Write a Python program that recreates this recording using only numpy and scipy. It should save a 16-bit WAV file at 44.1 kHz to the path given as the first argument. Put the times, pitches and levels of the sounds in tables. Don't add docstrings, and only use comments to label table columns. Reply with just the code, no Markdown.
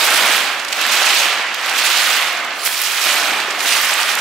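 import sys
import numpy as np
from scipy import signal
from scipy.fft import rfft, irfft, next_fast_len
from scipy.io import wavfile
from scipy.ndimage import uniform_filter1d, minimum_filter1d, map_coordinates

SR = 44100
rng = np.random.default_rng(int(sys.argv[2]) if len(sys.argv) > 2 else 0)


def dump(signal):
    limited = np.clip(np.atleast_2d(signal).T, -1, 1)
    pcm = np.round(limited * 32767).astype(np.int16)
    wavfile.write(sys.argv[1], SR, pcm)


def rack_gain(trim_db):
    fader = np.asarray(trim_db, float)
    return 10 ** (fader / 20)


N = 185264


def unit(x):
    return x / np.sqrt(np.mean(x ** 2) + 1e-20)


def along(points, hz):
    f, v = np.transpose(points)
    return np.interp(np.log(hz + 1), np.log(f + 1), v)


def curves(rows):
    s, *columns = np.transpose(rows)
    t = np.arange(N) / SR
    return [np.interp(t, s, column) for column in columns]


def wobble(rate):
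    knots = rng.standard_normal(int(N * rate / SR) + 4)
    return map_coordinates(knots, [np.arange(N) * rate / SR])


def filtered(x, response):
    m = next_fast_len(N + SR // 2)
    return irfft(rfft(x, m) * response(np.fft.rfftfreq(m, 1 / SR)), m)[..., :N]


def coloured(x, spectrum):
    norm = np.sqrt(np.mean(rack_gain(along(spectrum, np.linspace(0, SR / 2, 4000))) ** 2))
    return filtered(x, lambda hz: rack_gain(along(spectrum, hz)) / norm)


def clicks(rate, spread_db, life_ms):
    chance, size = rng.random(N), rng.exponential(size=N)
    blows = (chance < rate / SR) * rack_gain(spread_db * np.minimum(size, 5)) ** 2
    fade = np.exp(-1000 / (np.maximum(life_ms, .02) * SR))
    energy = signal.lfilter([1], [1, -fade], blows)
    return unit(np.sqrt(energy + 1e-9) * rng.standard_normal((2, N)))


def patches(pair, patchy_db):
    z = signal.stft(pair, nperseg=256)[2]
    field = rng.standard_normal(z.shape[1:])
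    field = uniform_filter1d(field, size=9, axis=0)
    field = uniform_filter1d(field, size=7, axis=1)
    return unit(signal.istft(z * rack_gain(patchy_db * unit(field)), nperseg=256)[1][:, :N])


# frequency in Hz, level in dB rms.
HUM = [(107, -67.5)]


def hum():
    t = np.arange(N) / SR
    drone = np.zeros(N)
    for hz, db in HUM:
        level = np.sqrt(2) * rack_gain(db + 2 * wobble(3.03))
        drone += level * np.sin(2 * np.pi * hz * t + 1.0 * wobble(10))
    return drone


# frequency in Hz, reverberation time (60 dB decay) in seconds.
SHED = [(200, 1.04), (2000, 1.59), (5000, 0.65), (12000, 0.67)]


def shed(x):
    heard = np.concatenate([x[0, SR:0:-1], x[0]])
    path = np.arange(len(heard)) * 24 // SR % 6
    hz, t, z = signal.stft(rng.standard_normal((6, 2, 3 * SR // 2)), SR, nperseg=256)
    decay = rack_gain(-60 * t / along(SHED, hz)[:, None])
    tails = signal.istft(z * decay, SR, nperseg=256)[1]
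    tails = tails / np.linalg.norm(tails[0, 0])
    wet = 0
    for k, tail in enumerate(tails):
        wet = wet + signal.fftconvolve((heard * (path == k))[None], tail, axes=1)
    return wet[:, SR - 600:][:, :N]


# frequency in Hz, left-right likeness from 0 to 1.
ALIKE = [(30, .95), (60, .99), (130, .997), (290, .993), (640, .987), (1410, .89), (3100, .7), (6820, .46),
         (15000, .46)]
# frequency in Hz, left minus right in dB.
LEAN = [(60, 0), (380, 0), (700, -.5), (1290, -2), (2380, -4.5), (4400, -8.5), (8120, -5.4), (15000, -5.9)]


def ports(pair):
    def turn(hz):
        return np.arccos(np.clip(along(ALIKE, hz), -1, 1)) / 2

    mid, side = filtered(pair, lambda hz: [np.cos(turn(hz)), np.sin(turn(hz))])
    left_right = np.array([mid + side, mid - side])
    return filtered(left_right, lambda hz: rack_gain(along(LEAN, hz) * [[.5], [-.5]]))


# time in seconds, effort in dB, brightness added by tension in dB,
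# loose paper hanging in dB.
PULL = [(0, -19.5, 1, 0.5), (.22, -16, 1, 3), (.39, -21.5, 3.5, -0.5), (.68, -31, 0.5, 3), (.8, -20, 3, -1),
        (1.1, -17.5, 3, -0.5), (1.55, -26.5, 1, -0.5), (1.72, -21.5, 3, -0.5), (1.95, -19, 3.5, -4),
        (2.23, -21.5, 2, -1), (2.58, -29, 0, 1), (2.98, -25, 2, -3), (3.08, -20, 4, 0), (3.25, -21, 3, 1),
        (3.38, -22.5, 0, 4), (3.57, -26.5, 0, 5), (3.7, -20, 4, -2), (4.2, -20.5, -1.5, -1.5)]
# frequency in Hz, level in dB per Hz.
FLAP = [(25, -40), (60, -41), (130, -28), (200, -13), (290, -4), (500, -3.5), (800, 4.5), (1500, -39)]


def flapping():
    effort_db, _, loose_db = curves(PULL)
    flap_db = -34.5 + effort_db - effort_db.mean() + loose_db
    flaps = unit(rack_gain(0.35 * wobble(6.07)) * clicks(600, spread_db=2.5, life_ms=6.5))
    return rack_gain(flap_db) * coloured(flaps, FLAP)


# frequency in Hz, level in dB per Hz.
RATTLE = [(200, -89), (500, -13.5), (900, -5), (1400, -1), (2000, -3.5), (3000, -11.5), (6000, -63)]
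# frequency in Hz, level in dB per Hz.
TAUT = [(800, -53.5), (1700, -7.5), (2500, 0.5), (3500, -2.5), (5000, -7.5), (8000, -15.5), (16000, -53)]


def sheet(tear_db, tug):
    effort_db, taut_db, _ = curves(PULL)
    taut_db = taut_db + 0.12 * (np.maximum(tear_db, -40) + 28.5)
    slack = patches(clicks(2500, spread_db=2.0, life_ms=0.89), patchy_db=1.0)
    taut = patches(rack_gain(1.2 * tug) * clicks(2500, spread_db=-0.5, life_ms=0.3), patchy_db=1.0)
    both = coloured(slack, RATTLE) + coloured(rack_gain(taut_db - 1.4) * taut, TAUT)
    return rack_gain(effort_db - 1.53) * both


# time in seconds, peak in dB, pitch in Hz.
POPS = [
    (.9519, 7, 2300),
    (1.0070, 1.5, 2200),
    (1.8298, 7, 3600),
    (2.0296, 1.5, 2300),
    (2.6757, 4, 2000),
    (3.9392, 5, 8000),
    (4.031, 1, 5000),
]


def pops():
    out, t = np.zeros((2, N)), (np.arange(40) - 15) / SR
    for s, db, hz in POPS:
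        crack = .15 * np.diff(rng.standard_normal(len(t) + 1))
        pulse = (np.sin(2 * np.pi * hz * t) + crack) * np.exp(-(t / .00025) ** 2)
        sides = rack_gain([[db + along(LEAN, hz)], [db]])
        out[:, round(s * SR):][:, :len(t)] += sides * pulse
    return out


# time in seconds, peak in dB, sharpness in dB.
SNAPS = [(0.594, -26.5, -19), (0.645, -22.5, -14), (0.682, -23, -18), (0.7243, -15, -11.5), (0.767, -24, 3),
         (0.786, -27, 4), (0.8111, -16, 0), (0.864, -18, 3), (0.9506, -12, -5), (1.5419, -18.5, 0),
         (1.6094, -29, -6), (1.6586, -22.5, 0), (1.693, -18.5, -9), (1.7114, -26, 2), (1.7364, -24, 2),
         (1.7589, -21, -4), (2.1094, -24, -5), (2.041, -18, 3), (2.4463, -24, -5), (2.631, -25, -18),
         (2.727, -20, 5), (2.74, -20, -10), (3.504, -21.5, -21), (3.603, -18, -9), (3.682, -15, 2),
         (3.815, -16, 18), (3.853, -21, 13), (3.9382, -13, 3), (4.029, -16, -3), (4.151, -10, 1)]
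# time in seconds,
# peak in dB, sharpness in dB, length in ms.
RIPS = [(0.9148, -15.5, -6, 27), (1.7779, -18, -3, 25), (1.85, -16, -11, 32), (2.163, -21, 3, 8),
        (2.243, -25, 4, 4), (2.327, -23, 5, 3), (2.462, -30, 5, 3), (2.6484, -19, 5.5, 41),
        (2.813, -20, 10, 10), (2.86, -21, -13, 22), (3.0394, -25, 3, 47), (3.40, -21, -8, 6),
        (4.183, -22.5, -10, 15)]
# frequency in Hz, level in dB per Hz.
FOLD = [(2000, -14), (4500, -6.5), (7000, -1), (10000, -3.5), (14000, -22)]
# frequency in Hz, level in dB per Hz.
EDGE = [(5000, -47), (9500, -16), (12000, 7), (17000, -3)]


def snaps():
    runs, t = np.zeros((3, N + SR)), np.arange(SR // 10) / SR
    single = [(s, db, sharp_db, 5.6 * (1 - 0.034 * sharp_db)) for s, db, sharp_db in SNAPS]
    for s, db, sharp_db, ms in single + list(RIPS):
        body_db, fold_db, edge_db = -5.5 - 0.37 * sharp_db, -7.5, sharp_db - 8.5
        u = t / (max(ms, 1) / 1000)
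        crack = 0.48 * np.exp(-t / 0.00041)
        run = (1 - np.exp(-t / 0.0016)) * (np.exp(-u ** 4) + crack)
        runs[:, round(s * SR):][:, :len(t)] += rack_gain(db + np.array([[body_db], [fold_db], [edge_db]])) * run
    grit = clicks(6180, spread_db=2.0, life_ms=0.15)
    return sum(coloured(run[:N] * grit, colour) for run, colour in zip(runs, (TAUT, FOLD, EDGE)))


# full speed from and until in seconds, level in dB,
# build-up in dB per second, run-out in dB per second.
STROKES = [(0, 0.362, -22, 100, 128), (0.694, 0.696, -34, 900, 698), (0.723, 0.723, -30, 900, 400),
           (0.807, .82, -34, 200, 205), (.92, 0.944, -30, 84, 102), (1.057, 1.2, -23.5, 47, 96),
           (1.673, 1.74, -33.5, 77, 100), (1.792, 1.795, -24.5, 400, 500), (1.858, 2.12, -23.5, 155, 77),
           (2.56, 2.57, -38, 900, 300), (2.63, 2.64, -29.5, 197, 304), (2.653, 2.68, -22, 500, 889),
           (2.74, 2.745, -25.5, 252, 196), (2.802, 2.857, -24.5, 127, 72), (3.058, 3.13, -22.5, 62, 53),
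           (3.52, 3.57, -39, 100, 300), (3.595, 3.62, -29, 1200, 100), (3.64, 3.698, -21.5, 348, 50),
           (3.76, 3.927, -28, 150, 190), (4.0, 4.03, -26, 73, 398), (4.09, 4.132, -27.5, 94, 700)]


def tearing():
    t = np.arange(N) / SR
    power = rack_gain(-71) ** 2
    for start, end, db, rise, stop in STROKES:
        before, after = np.maximum(start - t, 0), np.maximum(t - end, 0)
        power = power + rack_gain(db - rise * before - stop * after) ** 2
    return 10 * np.log10(power)


# frequency in Hz, level in dB per Hz.
FIBRE = [(800, -56), (2000, 0), (4000, 1), (7000, -1.5), (11000, -4.5), (15500, -9), (17000, -2)]


def fibres(tear_db, tug):
    crackle = rack_gain(1.4 * tug) * clicks(2000, spread_db=-1, life_ms=1.0)
    return rack_gain(tear_db + 4.0) * coloured(patches(crackle, patchy_db=2.5), FIBRE)


def scene():
    tear_db = tearing()
    tug = wobble(40)
    near = flapping() + sheet(tear_db, tug) + snaps() + fibres(tear_db, tug)
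    return ports(near + rack_gain(-5) * shed(near)) + hum() + pops()


def roll_off(x):
    return signal.sosfilt(signal.butter(12, 15750, fs=SR, output="sos"), x)


# frequency in Hz, gain in dB.
MIC = [(20, -15), (60, -8), (120, -2), (200, 0)]


def record(dry):
    need_db = np.minimum(0, 20 * np.log10(.97 / (np.abs(dry).max(axis=0) + 1e-9)))
    duck_db = uniform_filter1d(minimum_filter1d(need_db, size=200), size=60)
    fade = np.exp(-1 / (.005 * SR))
    duck_db = np.minimum(duck_db, signal.lfilter([1 - fade], [1, -fade], duck_db))
    mix = filtered(dry * rack_gain(duck_db), lambda hz: rack_gain(along(MIC, hz)) * (hz < 15750))
    return roll_off(mix)


dry = scene()
out = record(dry)
dump(out)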